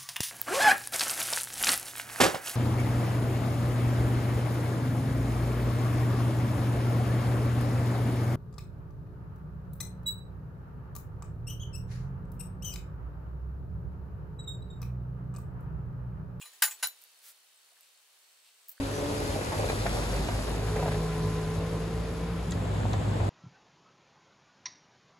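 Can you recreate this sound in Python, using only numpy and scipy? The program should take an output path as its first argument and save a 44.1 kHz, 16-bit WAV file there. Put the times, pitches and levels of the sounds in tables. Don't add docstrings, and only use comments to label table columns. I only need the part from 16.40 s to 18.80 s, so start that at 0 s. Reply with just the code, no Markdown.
import sys
import numpy as np
from scipy import signal
from scipy.fft import rfft, irfft
from scipy.io import wavfile
from scipy.ndimage import uniform_filter1d, minimum_filter1d

SR = 44100
rng = np.random.default_rng(int(sys.argv[2]) if len(sys.argv) > 2 else 0)


def log_audio(samples):
    frames = np.atleast_2d(samples).T
    limited = np.clip(frames, -1, 1)
    pcm = np.round(limited * 32767).astype(np.int16)
    wavfile.write(sys.argv[1], SR, pcm)


def undo_db(level):
    steps = np.asarray(level, float) / 20
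    return 10 ** steps


N = 105840
TIME_S = np.arange(N) / SR
OPPOSED = np.array([[1], [-1]])


def curve(table, at, axis=1):
    rows = np.array(table, float)
    return np.interp(at, rows[:, 0], rows[:, axis])


def colour(x, table):
    hz = np.maximum(np.arange(len(x) // 2 + 1) * SR / len(x), 1)
    rows = np.array(table, float)
    level_db = np.interp(np.log(hz), np.log(rows[:, 0]), rows[:, 1])
    return irfft(rfft(x) * undo_db(level_db), len(x))


def unit(x):
    return x / np.sqrt(np.mean(x ** 2))


def decay(t, t60):
    return np.exp(-np.log(1000) * t / t60)


def ring(hz, t60, size=8192):
    t = np.arange(size) / SR
    return np.sin(2 * np.pi * hz * t) * decay(t, max(t60, 1e-4))


def add(out, at_s, x):
    i = int(at_s * SR)
    out[i:i + len(x)] += x[:len(out) - i]


def walk(rate):
    k = int(SR / rate)
    return unit(uniform_filter1d(uniform_filter1d(rng.standard_normal(N), k), k))


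def strike(db, tilt_db, touch, pitches, modes, rattle):
    t = np.arange(8192) / SR
    out = np.zeros(len(t))
    for hz, (mode_db, t60) in zip(pitches, modes):
        chance = rng.standard_normal(65)
        level_db = db + mode_db + tilt_db * np.log2(hz / 4000) + 1.5 * chance[64]
        flutter = 1 + rattle * np.interp(t, np.arange(64) * 0.0025, chance[:64])
        out += undo_db(level_db) * ring(hz, t60) * flutter
    return out * (1 - np.exp(-t / touch * 2)) * 0.28


# (time [s], thud [dB], plate ring [dB], cup ring [dB], contact [s])
KNOCKS = [(.0100, -46, -53, -67, 0.0058), (0.0194, -59, -49, -43.5, 0.0079), (0.054, -48, -58, -38, 0.003),
          (.0700, -57, -62, -47.5, .004), (.1310, -73, -52.5, -64, 0.0065),
          (0.2206, -11.5, -17, -34, 0.0039), (.2330, -26.5, -19, -30, 0.007),
          (0.2748, -34, -36, -46, 0.0039), (0.3073, -37.5, -38, -63, 0.0099),
          (0.392, -50.5, -64, -47, 0.012), (.4255, -19, -49, -23, 0.0061), (.4350, -32, -53, -23, 0.0039),
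          (0.452, -45.5, -55, -31.5, 0.0048)]
# (frequency [Hz], level [dB])
THUD = [(120, -68), (350, -36), (600, -11.5), (1400, -3.5), (2800, -7), (7000, -10), (15300, -17),
        (16300, -52)]
PLATE_HZ = [860, 1480, 1645, 1860, 4660, 5300, 6710, 7015, 7213, 8250, 8345, 10447, 10631, 14292, 14345,
            15364]
# (level [dB], decay t60 [s])
PLATE = [(-12.5, 0.15), (-1.5, 0.056), (-3.5, 0.073), (-5.5, 0.064), (-19, .09), (-6, 0.062), (-4.5, .12),
         (-3, 0.14), (-4, .1), (-5.5, .1), (-0.5, 0.098), (4.5, 0.13), (-5, 0.13), (0, 0.14), (-0.5, .1),
         (0, 0.11)]
CUP_HZ = [668, 1201, 1855, 2293, 2950, 4016, 4060, 5071, 5389, 6925, 7047, 10342, 10400, 14320, 15380]
# (level [dB], decay t60 [s])
CUP = [(-29.5, 0.26), (-10.5, 0.11), (-15, 0.1), (-17, .1), (-9.5, 0.046), (-2.5, 0.15), (-11, .1),
       (-11, 0.11), (-10, 0.055), (3.5, 0.091), (-9.5, 0.056), (6.5, 0.081), (-3, .06), (-6, .07),
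       (-9, .07)]
# (time [s], level [dB], brightness [dB per octave], contact [s])
CHINKS = [
    (0.0118, -36, 1, .003),
    (0.022, -36.5, -0.5, .003),
    (.1280, -52, 8, .003),
    (.2960, -43, 5, .004),
    (.3085, -35, 8.5, 0.0033),
    (0.319, -49, 3, .003),
]
LID_HZ = [1150, 2480, 2790, 3050, 3350, 5500, 6700, 7100, 7800, 8230, 8810, 14400]
# (level [dB], decay t60 [s])
LID = [(-13.5, 0.14), (-4.5, 0.11), (-2.5, 0.042), (-5, 0.057), (-2, 0.056), (-14, .05), (-13, 0.11),
       (-2, .09), (-3.5, 0.09), (-6, .08), (-19, .06), (-15, .06)]


def crockery():
    thuds, rings = np.zeros(N), np.zeros(N)
    t = np.arange(2048) / SR
    for s, thud_db, plate_db, cup_db, touch in KNOCKS:
        rough = rng.standard_normal(2048) * t / touch * np.exp(1 - t / touch * 2)
        thud = unit(colour(np.roll(rough, 64), THUD))
        add(thuds, s, undo_db(thud_db) * thud * 0.2)
        add(rings, s, strike(plate_db, 0, touch, PLATE_HZ, PLATE, rattle=0.9))
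        add(rings, s, strike(cup_db, 0, touch, CUP_HZ, CUP, rattle=0.3))
    for s, db, tilt_db, touch in CHINKS:
        add(rings, s, strike(db, tilt_db, touch, LID_HZ, LID, rattle=0.8))
    return thuds, rings


# (time [s], level [dB], pitch [Hz], ring [s])
SNAPS = [(0.4714, -19.5, 14500, 0.004), (0.4773, -34, 12800, .003), (.4850, -38, 13000, 0.0076),
         (.6125, -57, 14800, 0.0014), (0.614, -50, 13800, .001), (.6168, -44, 15100, 0.0027),
         (.6225, -40.5, 14500, 0.00086), (0.639, -35.5, 16000, 0.0011), (0.6477, -46.5, 15000, 0.001),
         (1.4090, -41, 14000, 0.00085), (2.2804, -47, 15000, 0.0011), (2.2835, -41, 13800, 0.0012),
         (2.2855, -29.5, 15400, 0.0013), (2.287, -42, 14100, 0.00092), (2.2933, -24.5, 15500, 0.0016),
         (2.2958, -33, 14800, 0.0015), (2.297, -43, 15000, 0.0041), (2.3015, -42, 13800, 0.0085),
         (2.3162, -38.5, 14300, 0.0043), (2.3200, -39, 15500, .002), (2.3247, -49, 15600, 0.006)]
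PING_S = [.4716, .4716, .4716, 2.2935, 1.3200, 1.3690, 2.3790, 2.3700, 2.3850, .9440, .4830]
# (level [dB], pitch [Hz], ring [s])
PINGS = [(-28, 13150, .013), (-30.5, 11300, 0.0073), (-32, 15300, .012), (-48, 15600, .06),
         (-65.5, 693, 0.047), (-55, 1700, 0.0058), (-43, 1700, 0.0035), (-62, 1700, 0.012),
         (-61, 1660, 0.0093), (-60, 4300, 0.013), (-53, 13150, .09)]


def shell():
    out = np.zeros(N)
    t = np.arange(1024) / SR
    lead = 32
    for s, db, hz, t60 in SNAPS:
        burst = rng.standard_normal(len(t)) * decay(t, 2 * max(t60, 1e-4))
        body = [(1500, -40), (4800, -17)]
        crest = [(hz * 0.81, -7.5), (hz * 0.82, -2), (hz, 0), (hz + 900, -6), (hz + 1800, -25)]
        burst = colour(np.roll(burst, lead), body + crest)
        add(out, s - lead / SR, undo_db(db) * burst / np.abs(burst).max())
    for s, (db, hz, t60) in zip(PING_S, PINGS):
        ping = np.convolve(ring(hz, t60, size=2048), ring(hz, 0.0069, size=128))
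        add(out, s, undo_db(db) * ping / 12)
    return out


def strokes(rows, tone, grain_db):
    shape = np.zeros(N)
    for start, peak, end, db in rows:
        phase = np.interp(TIME_S, [start, peak, end], [0, np.pi / 2, np.pi])
        shape += undo_db(db) * np.sin(phase)
    mid, side = (unit(colour(rng.standard_normal(N) * undo_db(grain_db * walk(600)), tone)) for _ in range(2))
    return shape * (mid + undo_db(-9.0) * side * OPPOSED)


# (start [s], peak [s], end [s], level [dB])
BRUSHES = [
    (.815, .885, 0.934, -53),
    (2.292, 2.297, 2.338, -63.5),
]
# (frequency [Hz], level [dB])
CLOTH = [(150, -53), (400, -26), (1140, -14), (1300, -3), (2480, -5), (15700, 0), (16200, -21)]


def sleeve():
    return strokes(BRUSHES, CLOTH, grain_db=0.74)


# (start [s], peak [s], end [s], level [dB])
RUBS = [(1.39, 1.445, 1.54, -69), (2.02, 2.07, 2.13, -64.5), (0.82, 0.67, 0.68, -73)]
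# (frequency [Hz], level [dB])
SKIN = [(1200, -31), (2600, -4), (3600, -7.5), (5200, -7.5), (6500, -15), (10000, -13), (14000, -19)]


def fingers():
    return strokes(RUBS, SKIN, grain_db=1.5)


# (time [s], pitch [Hz], level [dB])
CHIRP = [(0, 9500, -55), (.11, 9500, -58.5), (.9, 9450, -61.5), (.95, 9550, -64.5), (1.15, 9500, -63),
         (1.153, 8200, -62), (1.222, 8200, -62), (1.225, 9500, -63.5), (1.3, 9320, -60.5),
         (1.42, 9050, -62.5), (1.6, 9230, -67), (1.72, 9040, -64), (1.82, 9800, -64), (1.823, 8270, -64),
         (2.4, 8240, -60.5)]
# (time [s], level [dB], pitch [Hz])
SKIPS = [
    (.916, -57, 7700),
    (1.43, -57.5, 7680),
    (1.573, -61, 7580),
]


def drive():
    out = np.zeros(N)
    t = np.arange(400) / SR
    turn_hz, first_s, rise_s = 70.065, 0.0030, 0.00091

    def beep(db, hz, fall_s):
        rise = np.minimum(t / rise_s, 1) ** 2
        fall = np.exp(-np.maximum(t - rise_s, 0) ** 2 / fall_s ** 2)
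        return undo_db(db) * rise * fall * np.sin(2 * np.pi * hz * t)

    for s in np.arange(first_s, N / SR, 1 / turn_hz):
        chirp_chance, partner_chance, pitch_chance = rng.standard_normal(3)
        hz = curve(CHIRP, s) * (1 + 0.0033 * pitch_chance)
        db = curve(CHIRP, s, axis=2) + 2 * chirp_chance
        add(out, s, beep(db, hz, 0.0034))
        add(out, max(s - 0.001, 0), beep(-70 + 3 * partner_chance, 7780, 0.0041))
    for s, db, hz in SKIPS:
        add(out, s, beep(db, hz, 0.0057))
    return out


# (frequency [Hz], level [dB])
HISS = [(30, -26.5), (120, -23.5), (300, -18), (430, -6.5), (700, -4.5), (3500, -2), (8000, -5),
        (15600, -10)]
# (frequency [Hz], level [dB])
HISS_SIDE = [(60, -4), (200, -11), (400, -19), (700, -7.5), (1300, -3), (2400, -1), (8000, -1.5),
             (15000, -4.5)]
# (pitch [Hz], width [Hz], level [dB])
WHINE = [(2708, 60, -87), (3050, 120, -83), (3740, 60, -84), (4180, 80, -84), (4328, 80, -81),
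         (4650, 100, -84), (10350, 200, -84), (13750, 200, -85)]
# (time [s], level [dB])
GAIN = [(0, 5), (.2, 3.5), (.4, 6), (.55, 3), (.8, 2), (1, 1), (2.4, 0)]


def background():
    mid, side = (colour(rng.standard_normal(N), HISS) for _ in range(2))
    hiss = undo_db(-66) * (mid + colour(side, HISS_SIDE) * OPPOSED) / np.std(mid)
    for hz, width, db in WHINE:
        band = [(hz - 6 * width, -60), (hz - width / 2, -3), (hz, 0),
                (hz + width / 2, -3), (hz + 6 * width, -60)]
        mid, side = (unit(colour(rng.standard_normal(N), band)) for _ in range(2))
        hiss = hiss + undo_db(db + 2.8 * walk(13)) * (mid + 0.25 * side * OPPOSED)
    return hiss * undo_db(curve(GAIN, TIME_S) + 0.5 * walk(8.9))


# (frequency [Hz], level [dB])
ROOM_SIDE = [(200, -23), (1200, -24), (2400, -10.5), (4400, -3.5), (8000, -5), (15000, -4.5)]


def room(x, wet_db):
    t = np.arange(SR // 2) / SR

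    def tail(t60):
        return decay(t, t60) / np.sqrt(t60 * SR / (2 * np.log(1000)))

    onset = np.minimum(t / 0.00088, 1)
    shape = (tail(0.12) + undo_db(-33.5) * tail(0.32)) * onset
    mid, side = rng.standard_normal((2, len(t)))
    mid = signal.fftconvolve(x, mid * shape)[:N]
    side = signal.fftconvolve(x, colour(side, ROOM_SIDE) * shape)[:N]
    return x + undo_db(wet_db) * np.array([mid + side, mid - side])


def scene():
    thuds, rings = crockery()
    near = room(thuds, wet_db=3) / 2 + room(rings, wet_db=-3) + room(shell(), wet_db=-8)
    low_cut = signal.butter(4, 350, "high", fs=SR, output="sos")
    near = signal.sosfilt(low_cut, near)
    return near + sleeve() + fingers() + drive() + background()


def low_pass(x):
    return signal.sosfilt(signal.butter(12, 16970, fs=SR, output="sos"), x)


# (frequency [Hz], level [dB])
BAND_LIMIT = [(16800, 0), (17100, -50)]


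def record(dry):
    hz = np.arange(N // 2 + 1) * SR / N
    dry = np.array([colour(port, BAND_LIMIT) for port in dry])
    top = irfft(rfft(dry) * np.clip((hz - 15720) / 120, 0, 1), N)
    hold = int(0.008 * SR)
    quiet = np.abs(top).max(axis=0) < undo_db(-49)
    shut = minimum_filter1d(1.0 * quiet, hold)
    mix = dry - top * uniform_filter1d(shut, hold // 2)
    return low_pass(mix)


dry = scene()
out = record(dry)
log_audio(out)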